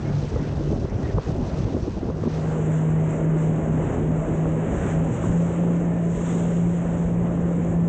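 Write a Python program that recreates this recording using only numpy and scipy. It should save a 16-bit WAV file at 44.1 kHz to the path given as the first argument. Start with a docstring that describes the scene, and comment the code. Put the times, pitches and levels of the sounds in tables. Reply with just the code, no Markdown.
"""A jet ski at speed on an open bay, heard by a small camera held over the seat.
It opens gusty: wind pops and thumps the open microphone, faint squeaks glide, and the hum soon all but vanishes.
The hum returns, then the camera changes to its sheltered microphone: the hum comes forward, the treble gets a hollow.
From there a thin whine, gurgles and hull rings join in, with brief dips in the hum and droplets close by.
Throughout, sines follow the engine speed; shaped noise makes the buffeting wind, roaring wash and hissing spray."""
import sys
import numpy as np
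from scipy import signal
from scipy.fft import rfft, irfft, next_fast_len
from scipy.io import wavfile
from scipy.ndimage import uniform_filter1d

SR = 44100
rng = np.random.default_rng(int(sys.argv[2]) if len(sys.argv) > 2 else 0)


def output_pcm(signal):
    """Save a mono or channel-first signal as 16-bit PCM at the path in sys.argv[1].

    Samples are clipped to [-1, 1] before scaling.
    """
    pcm = np.clip(np.atleast_2d(signal).T, -1, 1) * 32767
    wavfile.write(sys.argv[1], SR, np.round(pcm).astype(np.int16))


N = 347508
T = np.arange(N) / SR
CHANGE_S = (2.36, 2.64)  # start and end of the change from the open to the sheltered microphone

# All levels in dB are those ahead of the camera's gain control.
# Wind on the microphone: start_s, buffeting_db, rumble_over_buffeting_db
WIND = [(0.0, -33.5, 1.5), (0.35, -31.5, 4.5), (0.9, -31, 2), (1.7, -28.5, 2.5), (2.3, -33.5, 1.5),
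        (2.6, -27.5, -7), (3.3, -27.5, -3), (3.9, -28, -5), (4.4, -26, 0), (4.8, -26, -1), (5.4, -29, -1.5),
        (5.65, -25.5, -7), (6.0, -29, -6), (7.0, -27.5, -1.5), (7.88, -29, -3)]
# The hull cuts a wave and throws water: peak_s, spray_db, wash_db, rise_db_per_s, fall_db_per_s (spray slopes)
SPLASHES = [(0.091, -50.5, -42, 78, 16.5), (0.38, -57, -44.5, 16, 117), (0.67, -52, -51.5, 26, 31),
            (1.11, -50.5, -42.5, 36, 75), (1.26, -50, -45, 194, 81), (1.54, -50, -43, 35, 13.5),
            (1.97, -61.5, -60, 54, 75), (2.332, -50, -54.5, 79, 72), (2.5, -52.5, -41.5, 45, 43),
            (2.76, -51, -38.5, 38, 56), (3.15, -53.5, -38, 18.5, 51), (3.42, -49, -38, 96, 58),
            (3.86, -52.5, -36.5, 27.5, 29), (4.4, -55.5, -42.5, 16, 41), (4.89, -48, -34, 30.5, 46.5),
            (5.25, -48.5, -36.5, 46.5, 17.5), (5.7, -58.5, -42.5, 10.5, 25.5),
            (6.29, -45, -36.5, 45.5, 21.5), (7.0, -55, -42.5, 24, 36.5), (7.451, -57, -40.5, 20.5, 3)]


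def undb(db):
    """Amplitude of a level in dB."""
    return 10 ** (np.asarray(db) / 20)


def unit(x):
    """Scale to rms 1."""
    return x / np.sqrt(np.mean(x ** 2))


def curves(rows):
    """Every column of a table, after its times, as a value per sample."""
    s, *columns = np.transpose(rows)
    return [np.interp(T, s, c) for c in columns]


def walk(rate):
    """Random levels held 1 / rate s and slewed twice; rms 1."""
    k = int(SR / rate)
    steps = np.repeat(rng.standard_normal(N // k + 1), k)
    slewed = uniform_filter1d(uniform_filter1d(steps, k), k)
    return unit(slewed[:N])


def bumps(s, db, length, edge):
    """Sum of smooth swells or dips in dB; edge 1 is pointed, 2 rounded, more is flatter with steeper sides."""
    return sum(d * np.exp(-np.abs(2 * (T - a) / w) ** edge) for a, d, w in zip(s, db, length))


def rush(colour, shared_db, shared_rate, own_db, own_rate, grain_db, grain_rate):
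    """Coloured noise made of uneven grains, in half-octave bands that throb together and flicker alone; rms 1."""
    size = next_fast_len(N)
    octave = np.log2(np.arange(1, size // 2 + 2) * SR / size)
    hz, db = np.transpose(colour)
    grains = undb(grain_db * walk(grain_rate)) * rng.standard_normal(N)
    colour_gain = undb(np.interp(octave, np.log2(hz), db, left=-200, right=-200))
    spectrum = rfft(grains, size) * colour_gain
    out = 0
    for centre in np.arange(np.log2(hz[0]), np.log2(hz[-1]) + .5, .5):
        band = np.clip(1 - 2 * np.abs(octave - centre), 0, 1)  # triangles that overlap their neighbours
        out = out + undb(own_db * walk(own_rate)) * irfft(spectrum * band, size)[:N]
    return unit(out * undb(shared_db * walk(shared_rate)))


def engine():
    """A three-cylinder four-stroke: the firing tone rules; shaft turn, overtones and whine follow its speed."""
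    # engine speed: start_s, firing_rate_hz
    speed_rows = [(0.0, 144.5), (0.74, 145), (2.1, 158.5), (2.6, 157.2), (3.3, 158.2), (3.85, 158.5),
                  (3.97, 155), (4.1, 158.2), (4.4, 159.3), (4.75, 162.3), (5.1, 162.5), (5.18, 166.5),
                  (5.35, 169.2), (5.5, 168.7), (5.72, 171.9), (5.87, 170), (6.13, 168.6), (6.3, 170.3),
                  (6.52, 170), (6.72, 171.8), (6.95, 169.9), (7.26, 171.8), (7.51, 171.3), (7.7, 169.2),
                  (7.88, 170.2)]
    # hum, buried while the open microphone faces the wind: start_s, level_db
    hum_rows = [(0.03, -36), (0.15, -20.5), (0.4, -35), (0.65, -27.5), (0.74, -28.5), (0.8, -60),
                (2.02, -60), (2.12, -28), (2.31, -27.5), (2.47, -22.5), (3.3, -19.5), (3.55, -21),
                (3.75, -18.5), (4.1, -18.5), (4.35, -22), (4.57, -19.5), (5.1, -22), (5.42, -19),
                (6.3, -22), (6.8, -19.5), (7.2, -22), (7.88, -19.5)]
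    # the hum drops out briefly: centre_s, depth_db, length_s
    dip_rows = [(3.18, 6, 0.093), (3.622, 6.5, 0.11), (3.926, 12, 0.25), (4.26, 9.5, 0.11),
                (4.783, 14, 0.24), (5.167, 11.5, 0.15), (5.3, 4, 0.1), (5.522, 9.5, 0.11),
                (6.23, 3.5, 0.15), (6.954, 7, 0.084), (7.706, 3, 0.1)]
    # shaft turn and overtones: multiple_of_firing_rate, level_over_hum_db
    order_rows = [(2 / 3, -16), (1.5, -23), (3, -28), (6, -36.5)]
    # thin whine from the drive: start_s, level_db
    whine_rows = [(2.3, -66.), (4.2, -66.), (4.35, -57.), (4.62, -58.), (4.75, -66.), (5.15, -64.),
                  (5.55, -59.), (5.72, -63.), (5.87, -57.), (6.05, -60.), (6.15, -70.), (6.95, -70.),
                  (7.08, -62.), (7.17, -70.), (7.62, -67.), (7.75, -57.)]
    whine_order = 10.49  # multiple of the firing rate

    s, depth_db, length = np.transpose(dip_rows)
    firing_hz = curves(speed_rows)[0]
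    hum_db = curves(hum_rows)[0] - bumps(s, depth_db, length, edge=2.2)
    phase = 2 * np.pi * np.cumsum(firing_hz * (1 + 0.0015 * walk(12))) / SR
    tone = undb(1.7 * walk(14)) * np.sin(phase)
    for order, over_hum_db in order_rows:
        # the weaker orders reach the microphone by unsteady paths, so they waver
        level = undb(over_hum_db + 3.0 * walk(9))
        tone = tone + level * np.sin(order * phase + 0.79 * walk(15))
    whine_level = undb(curves(whine_rows)[0] + 2.0 * walk(10))
    whine = whine_level * np.sin(whine_order * phase + 0.4 * walk(30))
    whine = whine * (T > whine_rows[0][0])  # silent ahead of its first row
    return np.sqrt(2) * (undb(hum_db) * tone + whine)  # a sine of rms 1 peaks at root 2


def wind():
    """Eddies beat on the membrane; the slow rumble swells apart from the quicker buffeting."""
    # noise colour of the wind: frequency_hz, density_db_per_hz (relative)
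    wind_colour = [(15, -28), (30, -9.5), (50, -2), (110, -1), (155, -2), (230, -2), (400, -5.5),
                   (650, -14), (730, -17.5), (1500, -38.5), (3000, -71.5)]
    # gusts (above 0 dB) and lulls (below): centre_s, buffeting_db, rumble_over_buffeting_db, length_s
    gust_rows = [(0.278, -10, -3, 0.056), (0.356, -1, 7, 0.032), (0.725, 5, 0.5, 0.078),
                 (0.851, 8, 11, 0.016), (0.883, -5.5, -3, 0.05), (0.956, -1.5, 6, 0.045),
                 (1.004, -1, -6, 0.076), (1.169, 6, 11.5, 0.054), (1.233, -7, -11, 0.073),
                 (1.292, 6, 4.5, 0.039), (1.512, -4.5, -7, 0.034), (1.707, -5, -5, 0.035),
                 (1.804, -4.5, -1, 0.047), (1.93, -8, -4, 0.068), (1.971, 6.5, 8, 0.019),
                 (1.999, -6, -9, 0.024), (2.098, 6, 4, 0.037), (2.2, -4, -3, 0.11), (2.273, 11.5, 6, 0.032),
                 (2.302, -6, -13, 0.035), (3.917, 2.5, 6, 0.37), (4.285, 3, -4, 0.069),
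                 (4.393, 0, -16, 0.077), (4.593, -1, -10, 0.12), (4.86, 1.5, -2, 0.058),
                 (5.298, 3, 9.5, 0.077), (6.783, -5.5, -4, 0.14)]
    edge = 3.6  # flat gusts with steep sides

    buffet_db, rumble_db = curves(WIND)
    s, gust_db, gust_rumble_db, length = np.transpose(gust_rows)
    exposed = np.interp(T, CHANGE_S, (1.3, 1))  # the open microphone takes the eddies as separate blows
    air = rush(wind_colour, shared_db=0.35 * exposed, shared_rate=37, own_db=1.3, own_rate=12,
               grain_db=1.34 * exposed, grain_rate=150)
    low = signal.sosfiltfilt(signal.butter(3, 150., fs=SR, output="sos"), air)
    rumble = undb(rumble_db + bumps(s, gust_rumble_db, length, edge)) * unit(low)
    buffeting = undb(bumps(s, gust_db, length, edge)) * unit(air - low)
    return undb(buffet_db) * (rumble + buffeting)


def pops():
    """Each pop shakes the membrane for one to a few quick cycles; the strongest add a shorter ring at the peak."""
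    # strongest wind pops: start_s, peak_db, pitch_hz, overtone_over_pop_db, cycles_to_peak
    pop_rows = [(0.358, -16.5, 480, -13, 2), (0.422, -16, 210, -30, .55), (0.851, -16.5, 355, -15, 0.8),
                (1.068, -21, 366, -16, 0.9), (1.181, -16.5, 470, -2, 1.6), (1.302, -19, 530, -14, 1.3),
                (1.605, -14, 190, -30, .55), (1.747, -14, 280, -25, .55), (1.765, -18, 400, -20, 1.2),
                (1.879, -16, 300, -22, .8), (2.029, -17, 300, -20, .6), (2.086, -19, 388, -15, 1),
                (2.1, -17.5, 410, -14, 1), (2.235, -20, 468, -13, 1.2), (2.271, -21, 385, -15, 1.8),
                (4.455, -18, 528, -10, 0.9), (5.236, -19, 350, -7, 2), (5.674, -19, 382, -11, 1)]
    # lesser thumps while the open microphone faces the wind
    thumps_per_s, thump_hz, thump_db, thump_cycles = 22, (170., 326), (-27.5, -17), .55
    overtone_hz, overtone_sag = 1650, 0.33  # middle of the ring's start pitches; share it sags by the peak

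    out, t = np.zeros(N), np.arange(1536) / SR
    thumps = []
    for when, size, pitch in rng.random((int(thumps_per_s * CHANGE_S[0]), 3)):
        db = np.interp(size ** 2, (0, 1), thump_db)  # squared: more weak ones than strong
        hz = np.interp(pitch, (0, 1), thump_hz)
        thumps.append((when * CHANGE_S[0], db, hz, -np.inf, thump_cycles))  # no overtone
    chance = rng.random((len(pop_rows) + len(thumps), 2))
    for (s, db, hz, over_db, rise), (start, spread) in zip(pop_rows + thumps, chance):
        cycles = t * hz
        swell = (cycles / rise * np.exp(1 - cycles / rise)) ** 2
        ring_hz = overtone_hz * (.9 + .2 * spread) * (1 - overtone_sag) ** (cycles / rise)
        turns = np.cumsum(ring_hz) / SR
        over = undb(over_db) * swell ** 2 * np.sin(2 * np.pi * (turns + start))
        push = np.sign(start - .5) * np.cos(2 * np.pi * (cycles - rise))  # inwards or outwards
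        i = int(s * SR)
        out[i:i + len(t)] += undb(db) * swell * (push + over)
    return out


def water():
    """A dull roar from the hull, hissing spray and fine droplets; the spray's colour follows the microphone."""
    # noise colour of the hull wash: frequency_hz, density_db_per_hz (relative)
    wash_colour = [(200, -17.5), (500, 1), (800, -1.5), (1200, -6), (2000, -11.5), (3000, -22),
                   (4200, -46.5), (6000, -69.5)]
    # spray through the open microphone: frequency_hz, density_db_per_hz (relative)
    open_colour = [(1470, -27), (2500, -1.5), (2980, -2.5), (4990, -4), (6110, -3.5), (8160, -16),
                   (8990, -34), (11700, -63), (19800, -120)]
    # spray through the sheltered microphone, with its hollow: frequency_hz, density_db_per_hz (relative)
    sheltered_colour = [(1650, -20.5), (2800, -2), (3680, -7.5), (4300, -19), (4810, -22.5), (5130, -19.5),
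                        (6580, -0.5), (7430, 1), (8190, -6.5), (8990, -23), (11700, -47.5), (19800, -120)]
    far_roar_db, far_hiss_db = -54.5, -67  # steady wake further back

    _, spray_db, wash_db, *_ = np.transpose(SPLASHES)
    sheltered = np.interp(T, CHANGE_S, (0, 1))
    open_wash = rush(wash_colour, shared_db=0.84, shared_rate=14, own_db=1.5, own_rate=20,
                     grain_db=0.5, grain_rate=520)
    sheltered_wash = rush(wash_colour, shared_db=0.5, shared_rate=10, own_db=1.0, own_rate=10.5,
                          grain_db=0.26, grain_rate=230)
    open_spray = rush(open_colour, shared_db=0.8, shared_rate=40, own_db=1.3, own_rate=50,
                      grain_db=1.5, grain_rate=400)
    sheltered_spray = rush(sheltered_colour, shared_db=-0.1, shared_rate=15, own_db=1.2, own_rate=25,
                           grain_db=1.0, grain_rate=600)
    wash = np.sqrt(1 - sheltered) * open_wash + np.sqrt(sheltered) * sheltered_wash
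    spray = (1 - sheltered) * open_spray + np.sqrt(sheltered) * sheltered_spray
    # the wash rises and falls more gently than the spray
    roar = np.sqrt(splashing(wash_db, slope_share=0.68) + undb(far_roar_db) ** 2)
    hiss = np.sqrt(splashing(spray_db, slope_share=1) + undb(far_hiss_db) ** 2)
    return roar * wash + hiss * spray + drops(sheltered * hiss)


def splashing(peak_db, slope_share):
    """Power of all splashes together; each climbs to its peak and dies away at its own rates."""
    s, _, _, rise, fall = np.transpose(SPLASHES)
    power = 0
    for peak_s, db, up, down in zip(s, peak_db, rise, fall):
        slope_db = np.minimum(up * (T - peak_s), -down * (T - peak_s))
        power = power + undb(db + slope_share * slope_db) ** 2
    return power


def drops(spray_level):
    """Droplets tick brightly: many small ones that follow the spray and a few loud ones."""
    # loudest single droplets near the microphone: start_s, peak_db, pitch_hz
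    loud_rows = [(3.108, -36, 7600), (3.111, -41, 7300), (3.245, -43, 7270), (6.283, -40, 6800),
                 (6.292, -36, 7360), (6.355, -41, 6700)]
    # the small ones: rate, pitch range, range of level over the spray
    drops_per_s, drop_hz, over_spray_db = 160, (6900, 8300), (-4, 5)
    rise_s = 0.00045  # from the start of a tick to the peak of its swell

    out, t = np.zeros(N + 256), np.arange(256) / SR
    when, pitch, size = rng.random((int(drops_per_s * N / SR), 3)).T
    at = (when * N).astype(int)
    peak = spray_level[at] * undb(np.interp(size ** 2, (0, 1), over_spray_db))
    small = zip(at, peak, np.interp(pitch, (0, 1), drop_hz))
    loud = [(int(s * SR), undb(db), hz) for s, db, hz in loud_rows]
    swell = t / rise_s * np.exp(1 - t / rise_s)
    for i, gain, hz in [*small, *loud]:
        out[i:i + len(t)] += gain * swell * np.sin(2 * np.pi * hz * t)
    return out[:N]


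def hull():
    """Once sheltered, the microphone hears gurgles that glide up and the wavering rings of the hull."""
    # narrow resonances that the wash shakes: pitch_hz, width_hz, level_db
    ring_rows = [(552, 22, -46.), (590, 24, -49.), (655, 26, -47.)]
    # water gurgles under the hull: rate, pitch range, cycles to the peak, upward glide per cycle (share)
    gurgles_per_s, (low_hz, high_hz), rise, glide = 30, (240., 720.), 3.5, .012
    over_buffeting_db = (-11., -1.5)  # peak range at the lowest pitch; higher gurgles are weaker

    out, t = np.zeros(N + 4096), np.arange(4096) / SR
    buffeting = undb(curves(WIND)[0])
    for when, size, pitch in rng.random((int(gurgles_per_s * N / SR), 3)):
        i = int(when * N)
        hz = low_hz * (high_hz / low_hz) ** pitch
        cycles = t * hz
        swell = (cycles / rise * np.exp(1 - cycles / rise)) ** 2
        peak = buffeting[i] * undb(np.interp(size, (0, 1), over_buffeting_db)) * np.sqrt(low_hz / hz)
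        out[i:i + len(t)] += peak * swell * np.sin(2 * np.pi * cycles * (1 + glide * cycles / 2))
    rings = 0
    for hz, width, db in ring_rows:
        b, a = signal.iirpeak(hz, hz / width, fs=SR)
        ring = unit(signal.filtfilt(b, a, rng.standard_normal(N)))
        rings = rings + undb(db + 3 * walk(4)) * ring
    return np.interp(T, CHANGE_S, (0, 1)) * (out[:N] + rings)


def squeaks():
    """Faint, short gliding tones with an unsteady level."""
    # squeaks: start_s, length_s, start_hz, end_hz, level_db (of the peak, before the unsteadiness)
    squeak_rows = [(0.036, 0.08, 2150., 2200., -49.5), (1.022, 0.055, 1950., 1850., -47.5),
                   (1.072, 0.05, 2200., 1580., -46.5)]
    out, shaky = np.zeros(N), undb(4 * walk(250))
    for s, length, start_hz, end_hz, db in squeak_rows:
        n, i = int(length * SR), int(s * SR)
        fade = signal.windows.tukey(n, .8)
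        turns = np.cumsum(np.linspace(start_hz, end_hz, n)) / SR
        out[i:i + n] += undb(db) * fade * np.sin(2 * np.pi * turns)
    return out * shaky


def scene():
    """All sources together at the microphone, on one channel."""
    return (engine() + wind() + pops() + water() + hull() + squeaks())[None]


def record(dry):
    """Quick gain control evens out the gusts, the highest peaks are rounded off and the top is cut."""
    threshold_db, ceiling, top_hz = -22., .36, 9150
    loud = np.sqrt(uniform_filter1d(dry ** 2, size=900, axis=1))  # rms over about 20 ms
    even = dry / np.maximum(loud / undb(threshold_db), 1) ** .3
    rounded = ceiling * np.tanh(even / ceiling)
    top_cut = signal.ellip(10, .2, 60, top_hz, fs=SR, output="sos")
    return signal.sosfilt(top_cut, rounded)


dry = scene()
out = record(dry)
output_pcm(out)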